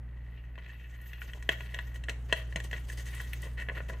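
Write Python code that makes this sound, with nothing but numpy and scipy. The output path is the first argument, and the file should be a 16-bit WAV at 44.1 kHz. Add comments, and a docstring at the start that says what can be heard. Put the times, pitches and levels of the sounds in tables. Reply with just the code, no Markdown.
"""A small room, the microphone close to a thin plastic tub in which a mantis wrestles its prey.
Claws patter and scratch on the plastic, wings whisper, and dragged legs buzz as they stick and slip.
Bodies knock on the tub: the wall cracks and rings, the floor booms, hard shell ticks.
A low mains hum and soft room tone lie underneath."""
import sys
import numpy as np
from scipy import signal
from scipy.fft import rfft, irfft
from scipy.io import wavfile

SR = 44100
rng = np.random.default_rng(int(sys.argv[2]) if len(sys.argv) > 2 else 0)


def int16_out(signal):
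    """Quantize to a 16-bit WAV file."""
    q = np.round(np.clip(np.atleast_2d(signal).T, -1, 1) * 32767)
    wavfile.write(sys.argv[1], SR, q.astype(np.int16))


N = 176400

# Modes of the tub's floor and wall. Each row: frequency in Hz, relative level in dB, t60 in seconds.
TUB_FLOOR = [(152.5,-7,0.051),(463.6,-4,0.03),(535,-1.5,0.024),(586.5,5.5,0.023),(649.5,-4.5,0.048),(698,-16,0.042),(1002,-7,0.04),(1138,-9.5,0.018)]
TUB_WALL = [(1470,-4,0.053),(1708,7.5,0.013),(1882,13,0.019),(1946,-0.5,0.043),(2182,3.5,0.016),(2650,-2,0.032),(2983,9,0.0082),(3282,-16.5,0.042),(4145,-14,0.038)]
RING_ATTACK_S, TICK_ATTACK_S = 0.0017, 0.0022
PATTER_PER_S, PATTER_SPREAD_DB = 350, 3
GRIT_PER_S, GRIT_SPREAD_DB = 9000, 2.6
CATCH_PER_S, BAND_FLICKER_DB = 80, 3.5
HISS_WIDTH, TOP_HZ = 0.1, 15600


def undb(db):
    """Decibels to gain."""
    return 10 ** (np.asarray(db) / 20)


def unit(x):
    """Scale to rms 1."""
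    return x / np.sqrt(np.mean(x ** 2))


def burst(x):
    """Scale to the energy of 2 ms at rms 1."""
    return x / np.sqrt(np.sum(x ** 2) / (.002 * SR))


def curve(rows, column=1):
    """Gain over time from rows of seconds and dB."""
    rows = np.array(rows)
    return undb(np.interp(np.arange(N) / SR, rows[:, 0], rows[:, column]))


def colour(x, outline):
    """Minimum-phase filter that follows rows of Hz and dB."""
    size = 2 * len(x)
    hz, db = np.array(outline).T
    bin_hz = np.fft.rfftfreq(size, 1 / SR)
    gain = undb(np.interp(np.log(bin_hz + 1), np.log(hz), db))
    cepstrum = irfft(np.log(gain))
    cepstrum[1:size // 2] *= 2
    cepstrum[size // 2 + 1:] = 0
    return irfft(rfft(x, size) * np.exp(rfft(cepstrum)))[:len(x)]


def brighten(rows, db_per_octave, pivot_hz=2060):
    """Tilt rows of Hz and dB over one octave either side of a pivot."""
    rows = np.array(rows, float)
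    rows[:, 1] += db_per_octave * np.clip(np.log2(rows[:, 0] / pivot_hz), -1, 1)
    return rows


def pan(x, db):
    """Place a sound, left louder by db."""
    return x * undb(np.array([[db], [-db]]) / 2)


def spread(mid, side, width):
    """Left and right from a common and an opposed part."""
    return mid + width * side * np.array([[1], [-1]])


def flicker(per_s, db):
    """A gain that wanders at random, rms 1."""
    steps = rng.standard_normal(N // 10)
    return unit(undb(db * np.interp(np.arange(N) / SR * per_s, np.arange(len(steps)), steps)))


def clicks(per_s, spread_db):
    """Random tiny contacts, mostly weak, a few strong."""
    hit = rng.random(N) < per_s / SR
    sign = rng.choice([-1, 1], N)
    strength = undb(spread_db * np.minimum(rng.exponential(size=N), 4.5))
    return unit(hit * sign * strength)


def hum_and_room_tone():
    """A slightly wavering mains hum over soft room tone; the two dip and recover together."""
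    # Mains harmonics and the room tone's outline. Each row: frequency in Hz, relative level in dB.
    harmonics = [(59.7,-40),(119.4,-50.5),(240,-71)]
    air = [(20,-15.5),(31,-11),(43,11),(58,-5),(150,-1.5),(210,-12),(400,-17.5),(1100,-26.5),(2000,-24.5),(3500,-52),(16000,-52)]
    # Drift of both. Each row: time in seconds, gain in dB.
    drift = [(0,-1),(.7,-4.5),(1.1,-4),(1.6,-0.5),(2.1,1.5),(4,1.9)]
    t = np.arange(N) / SR
    hum = 0
    for hz, db in harmonics:
        waver_db = 0.43 * np.interp(t, np.linspace(0, N / SR, 40), rng.standard_normal(40))
        hum += np.sqrt(2) * undb(db + waver_db) * np.sin(2 * np.pi * (hz * t + rng.random()))
    mid, side = (unit(colour(rng.standard_normal(N), air)) for _ in range(2))
    side = signal.sosfilt(signal.butter(1, 500, "high", fs=SR, output="sos"), side)
    return (hum + undb(-52) * spread(mid, side, width=0.23)) * curve(drift)


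def ring(modes, t, scatter_db=0.5, detune=0.0042):
    """One blow on the tub; each spot weights the modes differently."""
    hz, db, t60 = np.array(modes).T[:, :, None]
    weight, mistune, turn = rng.standard_normal((3, len(modes), 1))
    fade = np.exp(-np.log(1000) * t / t60)
    phase = 2 * np.pi * hz * (1 + detune * mistune) * t + 1.47 * turn
    return np.sum(undb(db + scatter_db * weight) * fade * np.sin(phase), axis=0)


def patter(modes, force, spots=8):
    """Claws catch and slip at several spots, each ringing the tub in its own way."""
    t = np.arange(SR // 8) / SR
    out = 0
    for _ in range(spots):
        spot = ring(modes, t) * np.minimum(t / RING_ATTACK_S, 1)
        contacts = force * clicks(PATTER_PER_S / spots, PATTER_SPREAD_DB)
        out += signal.fftconvolve(contacts, spot / np.linalg.norm(spot))[:N]
    return out / np.sqrt(spots)


def grit(bands=7):
    """Shell and wing rasp in fine grains; each band flares on its own, so the colour keeps shifting."""
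    # Outline of the dry rasp. Each row: frequency in Hz, relative level in dB.
    rasp = [(1500,-19),(3000,11),(4200,3.5),(5100,1.5),(6000,6.5),(8200,3),(10900,-3.5),(13000,-1),(15600,-6)]
    mid, side = (unit(colour(clicks(GRIT_PER_S, GRIT_SPREAD_DB), rasp)) for _ in range(2))
    spectrum = rfft(spread(mid, side, HISS_WIDTH))
    hz = np.fft.rfftfreq(N, 1 / SR)
    centres = np.linspace(TOP_HZ / bands, TOP_HZ, bands)
    layers = (irfft(spectrum * np.interp(hz, centres, band), N) for band in np.eye(bands))
    return sum(layer * flicker(CATCH_PER_S / 2, BAND_FLICKER_DB) for layer in layers)


def scrabbling(rise_s=0.0049, fall_s=0.017):
    """Restless feet and short scrapes rattle the wall, thud on the floor and raise a gritty hiss."""
    # Unbroken footwork. Each row: time in seconds, relative levels of patter and hiss in dB.
    footwork = [(0,-66.5,-82),(.35,-58.5,-67.5),(.53,-64,-71),(.92,-56,-58),(1.15,-53,-59),(1.41,-58.5,-57.5),(1.65,-47.5,-48),(1.85,-54,-55),(2.02,-60.5,-60),(2.24,-88,-56.5),(2.5,-60,-52),(2.68,-71,-52),(2.84,-69,-52),(3.25,-51,-43.5),(3.55,-62.5,-52.5),(4,-56.5,-57.5)]
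    # Scrapes of legs and wings. Each row: start and length in seconds, then relative levels
    # of wall rattle, floor boom and hiss in dB.
    scrapes = [(0.572,0.17,-52.5,-72,-77),(1.058,0.037,-69,-79,-60.5),(1.204,0.032,-67,-58.5,-57.5),(1.274,0.023,-50.5,-61,-65),
               (1.344,0.027,-54,-47.5,-63),(1.498,0.028,-36,-51,-54),(1.726,0.035,-46,-54.5,-67),
               (1.94,0.016,-51,-55,-58),(2.086,0.012,-39.5,-41.5,-54),(2.285,0.045,-44,-51.5,-60),
               (2.357,0.057,-45.5,-57,-63),(2.56,0.013,-41.5,-44.5,-60),(2.636,0.011,-51.5,-49,-52),(2.722,0.057,-42,-51.5,-57.5),
               (2.881,0.051,-52,-53.5,-55.5),(2.97,0.038,-48,-53.5,-53),(3.053,0.073,-48.5,-73,-55.5),(3.124,0.075,-44,-60,-60.5),
               (3.199,0.018,-52,-50,-54),(3.423,0.047,-48,-46,-57),(3.57,0.047,-40.5,-51,-62.5),(3.679,0.043,-69,-47,-77),
               (3.746,0.041,-42.5,-44,-62),(3.883,0.021,-44,-43,-56),(3.925,0.004,-49,-38,-68)]
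    # Outline of claws scratching the wall. Each row: frequency in Hz, relative level in dB.
    claw_colour = [(800,-9),(2500,-2.5),(4000,-11.5),(5200,-25),(8000,-45)]
    t = np.arange(N) / SR
    wall, boom, hiss = np.zeros((3, N))
    for start, length, wall_db, boom_db, hiss_db in scrapes:
        stroke = np.clip((t - start) / rise_s, 0, 1) * np.exp(-np.maximum(t - start - length, 0) / fall_s)
        wall += stroke * undb(wall_db - 5.5)
        boom += stroke * undb(boom_db - 5.5)
        hiss += stroke * undb(hiss_db - 1)
    feet, feet_hiss = curve(footwork), curve(footwork, column=2)
    catch = flicker(CATCH_PER_S, db=2.5)  # claws grip and let go
    drag = np.sqrt(catch) * np.hypot(wall, feet * undb(-7))
    scratch = unit(colour(clicks(PATTER_PER_S, PATTER_SPREAD_DB), claw_colour))
    rattle = patter(TUB_WALL, drag) + undb(-7) * drag * scratch
    thud = patter(TUB_FLOOR, np.hypot(boom, feet * undb(-19.5)))
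    rasp = grit() * catch * np.hypot(hiss, feet_hiss * undb(-16))
    return pan(rattle + thud, db=2) + rasp


def rub(levels, hz, width_hz):
    """Fine stick-slip grains in one resonance, coming in uneven strokes."""
    band = signal.butter(2, [hz - width_hz / 2, hz + width_hz / 2], "band", fs=SR, output="sos")
    mid, side = (unit(signal.sosfilt(band, clicks(GRIT_PER_S, GRIT_SPREAD_DB))) for _ in range(2))
    return spread(mid, side, HISS_WIDTH) * flicker(CATCH_PER_S, BAND_FLICKER_DB) * curve(levels)


def wing_whisper():
    """Wings rub with a high, airy whisper."""
    # Course of the whisper. Each row: time in seconds, level in dB.
    levels = [(.1,-104),(0.299,-86),(.5,-92),(.72,-80),(1.02,-76),(1.08,-60),(1.15,-74),(1.23,-68),(1.4,-79),(1.9,-73),(2.1,-104),(3.13,-73),(3.5,-86)]
    return rub(levels, hz=13200, width_hz=1800)


def leg_buzz():
    """Legs dragged over the plastic give a dry buzz."""
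    # Course of the buzz. Each row: time in seconds, level in dB.
    levels = [(.25,-96.5),(.38,-66),(.52,-87),(.6,-81),(.82,-62.5),(1,-81),(1.14,-60.5),(1.45,-81.5)]
    return rub(levels, hz=2683, width_hz=610)


def snap(t, outline, peak_s, decay_s, swell_s=0.0022):
    """A contact: a crackle that swells and dies within milliseconds."""
    shape = np.exp(np.minimum((t - peak_s) / swell_s, (peak_s - t) / decay_s))
    return burst(colour(rng.choice([-1, 1], len(t)) * shape, outline))


def body_knocks(floor_attack_s=0.0016, usual_tick_db=-31):
    """A body hits the tub: the wall cracks and rings, the floor booms and hard shell ticks."""
    # Knocks. Each row: start in seconds, relative level in dB, floor boom in dB,
    # tilt of that boom in dB per octave, shell tick in dB. Boom and tick are relative to the knock.
    knocks = [(0.555,-43.5,-16,-11,-31),(0.5784,-45.5,-1.5,10,-35),(0.5851,-40,-31,0,-29),(0.6614,-41.5,-18,4,-31),
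              (1.1315,-37.5,-45,0,-21),(1.217,-29,-22,-9,-46),(1.3334,-34.5,-27,2,-19.5),(1.4246,-38,-18,8,-9.5),
              (1.4905,-11.5,-13.5,-1.5,-26),(1.606,-32,-12.5,7,-23),(1.7435,-27,-16,0,-16.5),
              (1.7881,-24.5,-18,15,-26.5),(1.958,-40,-27,-9,-12.5),(2.0373,-35.5,-16,0,-13.5),(2.0843,-23.5,-17,-1,-34),
              (2.0941,-24,-22,0,-14),(2.3252,-11.5,-10.5,2.5,-20),(2.524,-36,-16,2,-21),(2.5584,-22,-6.5,-11,-13),
              (2.6005,-30,-18.5,2,-15.5),(2.7117,-32.5,-14,-5,-15.5),(2.7295,-25,-12,-2.5,-27.5),(2.8989,-30.5,-39,-4,-42),
              (3.2014,-32,-16,-9,-63),(3.3318,-28,-26,5,-21),(3.5986,-34,-24,0,-20),(3.6862,-25,-13.5,-8,-39),
              (3.6956,-25,-14,0,-58),(3.7697,-33.5,-16,7,-48),(3.8031,-31,-5.5,-4,-63),(3.8989,-31,-8,2,-66)]
    # Outlines of the wall's crack and the shell's tick. Each row: frequency in Hz, relative level in dB.
    crack_colour = [(700,-28),(1200,-18),(1700,6),(2400,-2),(3150,-3),(4100,-20.5),(5000,-31.5),(9000,-37.5)]
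    tick_colour = [(2500,-29),(4200,-9),(5100,4),(5900,11),(8000,9),(10500,-6.5),(13000,-19),(16000,-26)]
    t = np.arange(SR // 8) / SR
    out = np.zeros((2, N + len(t)))
    for start, db, boom_db, boom_tilt, tick_db in knocks:
        wall_tilt = 0.53 * (tick_db - usual_tick_db)  # harder contacts tick more and crack brighter
        rung = burst(ring(brighten(TUB_WALL, wall_tilt), t) * np.minimum(t / RING_ATTACK_S, 1) ** 2)
        crack = snap(t, brighten(crack_colour, wall_tilt), RING_ATTACK_S, decay_s=0.0015)
        wall = pan(burst(rung + crack), db=2)
        floor = ring(brighten(TUB_FLOOR, boom_tilt, pivot_hz=600), t)
        boom = pan(burst(floor * np.minimum(t / floor_attack_s, 1)), db=1.5)
        mid, side = (snap(t, tick_colour, TICK_ATTACK_S, decay_s=0.0031) for _ in range(2))
        tick = spread(mid, side, HISS_WIDTH)
        knock = undb(-5.5) * wall + undb(boom_db + 1) * boom + undb(tick_db - 4) * tick
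        i = int(start * SR)
        out[:, i:i + len(t)] += undb(db) * knock
    return out[:, :N]


def claw_skids(db_per_octave=11.5):
    """A claw catches and skids: a sharp start, a short gritty tail, each in its own colour."""
    # Single skids. Each row: start in seconds, level in dB, centre of the colour in Hz.
    skids = [(1.014,-56.5,13300),(2.896,-55,7100),(2.933,-56,5370),(2.981,-49.5,4660),(3.055,-75,5900),
             (3.148,-47,8400),(3.213,-50,11000),(3.331,-42,13000),(3.418,-46.5,8800)]
    t = np.arange(SR // 8) / SR
    out = np.zeros((2, N + len(t)))
    for start, db, hz in skids:
        outline = [(hz * 2. ** octave, -db_per_octave * abs(octave)) for octave in range(-4, 2)]
        mid, side = (snap(t, outline, TICK_ATTACK_S, decay_s=0.0041) for _ in range(2))
        i = int(start * SR)
        out[:, i:i + len(t)] += undb(db) * spread(mid, side, HISS_WIDTH)
    return out[:, :N]


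def echo(x, t60_s, onset_s):
    """Dense reflections that build up and die away; their bass is alike left and right."""
    t = np.arange(SR // 2) / SR
    envelope = np.exp(-np.log(1000) * t / t60_s) * np.minimum(t / onset_s, 1)
    mid, side = rng.standard_normal((2, len(t))) * envelope
    side = colour(side, [(150, -31), (600, 8.0), (2000, 7.5), (6000, 9.5)])
    response = spread(mid, side, width=0.32) / np.linalg.norm(mid)
    return signal.fftconvolve(x, response, axes=1)[:, :N]


def tub_and_room(x, split_hz=4500):
    """The close microphone hears the direct sound, quick reflections in the tub and a little room."""
    low = signal.sosfilt(signal.butter(2, split_hz, fs=SR, output="sos"), x)
    high = signal.sosfilt(signal.butter(2, split_hz, "high", fs=SR, output="sos"), x)
    room = echo(low, t60_s=0.37, onset_s=0.011) + echo(high, t60_s=0.34, onset_s=0.011)
    tub = echo(x, t60_s=0.04, onset_s=0.00023)
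    return x + undb(-6.5) * tub + undb(-13.5) * room


def scene():
    """The struggle in its tub, close up, over the hum of the room."""
    struggle = leg_buzz() + wing_whisper() + body_knocks() + scrabbling() + claw_skids()
    return tub_and_room(struggle) + hum_and_room_tone()


def record(dry):
    """The recorder cuts the treble steeply above TOP_HZ."""
    return signal.sosfilt(signal.ellip(10, .2, 80, TOP_HZ, fs=SR, output="sos"), dry)


dry = scene()
out = record(dry)
int16_out(out)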